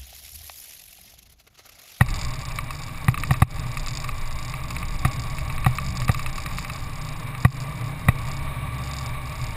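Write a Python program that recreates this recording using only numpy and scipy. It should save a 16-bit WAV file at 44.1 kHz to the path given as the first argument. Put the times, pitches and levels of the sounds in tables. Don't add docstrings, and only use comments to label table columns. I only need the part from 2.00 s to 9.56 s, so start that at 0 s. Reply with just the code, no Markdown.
import sys
import numpy as np
from scipy import signal
from scipy.io import wavfile

SR = 44100
rng = np.random.default_rng(int(sys.argv[2]) if len(sys.argv) > 2 else 0)


def file_out(sig):
    cols = np.atleast_2d(sig).T
    lim = np.clip(cols, -1, 1)
    pcm = np.round(lim * 32767).astype(np.int16)
    wavfile.write(sys.argv[1], SR, pcm)


N = 333386
TIME = np.arange(N) / SR

# time_s, firing_hz
ENGINE_SPEED = [(0, 65), (.35, 63.5), (.7, 58), (1.4, 57), (3.1, 66.3), (4.15, 66.5), (4.6, 62),
                (5.7, 60.8), (6.3, 67.2), (7, 68), (7.56, 64.5)]
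# multiple of the firing rate, and the matching level_db
ENGINE_ORDERS = [1, 2, 16.9, 33.2]
ORDER_LEVELS = [-1.5, -3, -12, -16]
# time_s, buffet_db, drone_db, tyre_db
TRACK_ROUGHNESS = [(0.0, -32.5, -31.5, -38), (0.46, -44.5, -38, -41.5), (1.01, -42, -37.5, -42),
                   (1.3, -42, -32, -42.5), (1.47, -38, -35, -42), (2.42, -44, -38.5, -41),
                   (2.92, -38.5, -36, -41.5), (3.18, -43.5, -36.5, -40), (3.64, -35, -36, -41),
                   (5.07, -46.5, -35.5, -41), (5.96, -50, -29.5, -41), (6.11, -42, -31, -41.5),
                   (6.53, -44, -36.5, -39), (6.89, -51, -34.5, -39), (7.56, -39.5, -35, -40)]
# start_s, crack_db, seating_delay_s, thump_db, thump_hz, ring_db, ride_change_db
STOP_SLAMS = [(.0093, -4.5, 0.0021, -3.5, 101, -20, -7.5), (1.0826, -7.5, 0.0036, -5.5, 104, -17.5, -2),
              (1.3076, -8.5, .0029, -8, 97, -20.5, 0), (1.4196, -4.5, .0023, -2, 84.5, -27.5, -15.5),
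              (3.049, -8, 0.0033, -10, 91.5, -22, 2.5), (3.6625, -8, 0.0018, -8, 94, -13, 2),
              (4.092, -10, 0.0027, -6, 91, -29, 0), (5.4486, -7, 0.002, -2, 95, -17.5, -11),
              (6.0847, -6, 0.003, -2.5, 97, -21, 0.5)]
# time_s, level_db
SHAKING = [(0.0, -46), (0.15, -40), (0.72, -49), (0.81, -42), (0.99, -53.5), (1.38, -44), (1.47, -49),
           (1.95, -37.5), (2.16, -50), (2.4, -44), (2.61, -55.5), (2.76, -43.5), (3.63, -48.5), (3.9, -41),
           (5.22, -49), (5.34, -66), (5.4, -47.5), (6.12, -55), (6.33, -44.5), (6.54, -66), (6.69, -68),
           (6.78, -46.5), (7.08, -44), (7.17, -72), (7.26, -43.5), (7.41, -46), (7.56, -49.5)]
# start_s, level_db
BUMP_CLACKS = [(0.087, -23.5), (0.5871, -14.5), (0.706, -19.5), (1.143, -17), (1.1758, -18),
               (1.2356, -13.5), (1.3404, -20), (1.7709, -16), (1.872, -21.5), (2.044, -20.5), (2.0906, -19),
               (2.5391, -20.5), (2.7076, -21.5), (2.7652, -19), (2.829, -21.5), (3.058, -22), (3.3846, -20),
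               (3.4997, -22.5), (3.58, -21), (3.6457, -16.5), (3.7848, -16), (4.0184, -19.5), (4.0815, -15),
               (4.1458, -18.5), (4.1935, -19.5), (4.262, -16.5), (4.3813, -22.5), (4.461, -19),
               (4.5844, -17.5), (4.6478, -22), (4.6987, -20.5), (5.3497, -24)]

# pitch_hz, width_hz, level_db
BUFFET_MODES = [(16.9, 8.3, 1), (30.8, 11.4, -2), (49.2, 41.6, -11)]
FRONT_END_MODES = [(98.7, 4.8, 3), (122.1, 18.8, 4), (138.5, 23.6, 0.5), (265.4, 49, -15.5),
                   (461, 124, -26)]
HOUSING_MODES = [(451, 230, -10.5), (609, 185, -2.5), (793, 106, 0.5), (902, 113, 0.5), (1106, 177, 2.5),
                 (1799, 500, -8), (2021, 340, -5.5), (2237, 280, -3), (2730, 130, -9.5), (3687, 430, -11),
                 (5330, 80, -21), (6350, 210, -24), (8290, 380, -16.5), (9710, 750, -16.5),
                 (10900, 250, -17), (11850, 37, -29), (12000, 40, -15), (12900, 270, -20),
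                 (14220, 1100, -20)]
PANEL_MODES = [(241.6, 11, -2.5), (305.3, 14, -5.5), (621, 37, -12), (783, 19, -18), (954, 15, -8),
               (1165.3, 37, -3)]
MOUNT_MODES = [(315, 134, -0.5), (495, 237, 0), (743, 140, 4), (1144, 167, 5.5), (1917, 243, 1.5),
               (2383, 240, -3.5), (2590, 88, -19), (3750, 130, -8), (4730, 220, -28), (7340, 500, -28),
               (8250, 120, -16), (9690, 530, -16.5), (10010, 200, -11), (10860, 240, -16),
               (11630, 92, -17.5), (12270, 43, -14), (13600, 400, -14), (14100, 420, -17)]
HINGE_MODES = [(1172, 190, 5.5), (1910, 150, -2.5), (2223, 510, 1), (2560, 107, 2), (3910, 260, -8),
               (4800, 450, -38), (7400, 280, -26), (8140, 380, -14), (9450, 210, -9.5), (9650, 370, -11.5),
               (10720, 160, -11.5), (13400, 300, -14), (14350, 580, -14.5)]
LOOSE_PART_MODES = [(2240, 1830, 1), (3657, 610, 6.5), (4717, 930, 9.5), (5090, 170, -1.5),
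                    (6814, 510, 2.5), (7084, 760, 6), (8180, 280, -4)]


def from_db(db):
    return 10 ** (np.asarray(db) / 20)


def unit_rms(x):
    return x / np.sqrt(np.mean(x ** 2) + 1e-20)


def curves(rows):
    time_s, *columns = np.transpose(rows)
    return [np.interp(TIME, time_s, column) for column in columns]


def drift(rate_hz):
    step, settle = 40, 2000
    pole = np.exp(-2 * np.pi * rate_hz * step / SR)
    noise = rng.standard_normal(N // step + settle + 2)
    slow = signal.lfilter([1], [1, -2 * pole, pole * pole], noise)[settle:]
    return np.interp(np.arange(N) / step, np.arange(len(slow)), unit_rms(slow))


def resonate(force, modes):
    sound = 0
    for pitch_hz, width_hz, level_db in modes:
        r = np.exp(-np.pi * width_hz / SR)
        gain = (1 - r * r) / 2
        section = [gain, 0, -gain, 1, -2 * r * np.cos(2 * np.pi * pitch_hz / SR), r * r]
        sound = sound + from_db(level_db) * signal.sosfilt([section, section], force + 1e-18)
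    return sound


def strike(force, modes):
    click_response = resonate(signal.unit_impulse(SR // 10), modes)
    return resonate(force, modes) / np.abs(click_response).max()


def clicks(start_s, heights):
    samples = np.clip(np.round(start_s * SR).astype(int), 0, N)
    return np.bincount(samples, heights, N + 1)[:N]


def scrape(blows, length_s):
    fade = np.sqrt(np.linspace(1, 0, int(length_s * SR) + 2))
    return signal.lfilter(fade / np.linalg.norm(fade), [1], blows) * rng.standard_normal(N)


def driveline(cruise_hz=64, cruise_db=-40.5, load_db_per_hz=1.4, tread_db=-53.5, waver_hz=2):
    firing_hz, = curves(ENGINE_SPEED)
    engine_db = cruise_db + load_db_per_hz * (firing_hz - cruise_hz)
    phase = 2 * np.pi * np.cumsum(firing_hz * (1 + .002 * drift(6))) / SR
    tones = 0
    for order, level_db in zip(ENGINE_ORDERS, ORDER_LEVELS):
        strength = from_db(level_db - 1.15 * drift(waver_hz))
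        tones = tones + strength * np.sin(order * phase + rng.uniform(0, 2 * np.pi))
    tread = from_db(tread_db + 6 * drift(waver_hz)) * np.sin(2.735 * phase)
    return np.sqrt(2) * (from_db(engine_db) * tones + tread)


def rolling():
    buffet_db, drone_db, tyre_db = curves(TRACK_ROUGHNESS)
    noise = rng.standard_normal((4, N))
    gusts = noise[0] * from_db(2 * drift(rate_hz=17))
    lumps = noise[1] * from_db(2 * drift(rate_hz=5.3))
    gravel = noise[2] * from_db(1.34 * drift(rate_hz=43))
    heave = from_db(buffet_db + 10.5) * unit_rms(resonate(gusts, BUFFET_MODES))
    drone = from_db(drone_db + 1) * unit_rms(resonate(lumps, FRONT_END_MODES))
    housing = from_db(tyre_db + 1) * unit_rms(resonate(gravel, HOUSING_MODES))
    panels = from_db(tyre_db - 7.5) * unit_rms(resonate(noise[3], PANEL_MODES))
    return heave + drone + housing + panels


def housing_slams(edge_db=-0.5, seating_db=-11.5, scrape_db=-3.5, rattle_db=-10.5, swing_delay_s=.00056):
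    start_s, crack_db, seating_delay_s, thump_db, thump_hz, ring_db, _ = np.transpose(STOP_SLAMS)
    blows = clicks(start_s, from_db(crack_db))
    seating = clicks(start_s + seating_delay_s, from_db(crack_db + seating_db))
    scraping = from_db(scrape_db) * scrape(blows, length_s=.006)
    crack = strike(from_db(edge_db) * blows + seating + scraping, MOUNT_MODES)
    rattle = slam_dips() * strike(from_db(rattle_db) * scrape(blows, length_s=.019), HINGE_MODES)
    swing_s = start_s + swing_delay_s
    thump = 0
    for k, pitch_hz in enumerate(thump_hz):
        push = clicks(swing_s[[k]], -from_db(thump_db[[k]]))
        thump = thump + strike(push, [(pitch_hz, 105, 0)])
    ring = strike(clicks(swing_s, -from_db(ring_db)), [(123.2, 22, 0)])
    swing = signal.sosfilt(signal.butter(2, 205, fs=SR, output="sos"), thump + ring)
    return crack + rattle + swing


def slam_dips(deepest_s=0.039):
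    change_db = 0
    for start_s, *_, ride_change_db in STOP_SLAMS:
        age = np.maximum(TIME - start_s, 0) / deepest_s
        change_db = change_db + ride_change_db * (age * np.exp(1 - age)) ** 3
    return from_db(change_db)


def bounces(landing_s, level_db, gap_s=.003, loss_db=3.0, scatter_db=3.24):
    chance = rng.uniform(-1, 1, (len(landing_s), 2, 4))
    gaps_s = gap_s * (1 + .5 * chance[:, 0])
    start_s = landing_s[:, None] + np.cumsum(gaps_s, axis=1) - gaps_s[:, :1]
    heights = from_db(level_db[:, None] + scatter_db * chance[:, 1] - loss_db * np.arange(4))
    return clicks(start_s.ravel(), heights.ravel())


def loose_part(hop_s=.025, landing_db=16.5, scatter_db=5, scrape_db=-13.5, tremble_s=.024, tremble_db=-12):
    flight, force, tremor = rng.uniform(-1, 1, (500, 3)).T
    landing_s = np.cumsum(hop_s * np.exp(.48 * flight))
    shake_db = curves(SHAKING)[0] + 1.5 * drift(rate_hz=6)
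    blows = bounces(landing_s, np.interp(landing_s, TIME, shake_db) + landing_db + scatter_db * force)
    hops = strike(blows + from_db(scrape_db) * scrape(blows, length_s=.0019), LOOSE_PART_MODES)
    touch_s = np.cumsum(tremble_s * np.exp(tremor))
    touches = bounces(touch_s, np.zeros_like(touch_s))
    trembling = unit_rms(resonate(touches, LOOSE_PART_MODES))
    return hops + from_db(shake_db + tremble_db) * trembling


def hinge_clacks(tap_db=2.0, scrape_db=-6.5, light_per_s=2.5, light_db=-31, rough_until_s=5.3):
    start_s, level_db = np.transpose(BUMP_CLACKS)
    tipped = (rng.random(N) < light_per_s / SR) & (TIME < rough_until_s)
    light_blows = tipped * from_db(light_db - 0.5 * rng.standard_normal(N))
    blows = clicks(start_s, from_db(level_db)) + light_blows
    scraping = from_db(scrape_db) * scrape(blows, length_s=.0026)
    return strike(from_db(tap_db) * blows + scraping, HINGE_MODES)


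def scene():
    ride = driveline() + rolling() + loose_part()
    return (slam_dips() * ride + hinge_clacks() + housing_slams())[None]


def record(dry, notch_hz=6020, notch_width_hz=900, ceiling=1.37, cutoff_hz=15400):
    hollow = signal.lfilter(*signal.iirnotch(notch_hz, notch_hz / notch_width_hz, fs=SR), dry)
    rounded = ceiling * np.tanh(hollow / ceiling)
    return signal.sosfilt(signal.ellip(10, .2, 90, cutoff_hz, fs=SR, output="sos"), rounded)


dry = scene()
out = record(dry)
file_out(out)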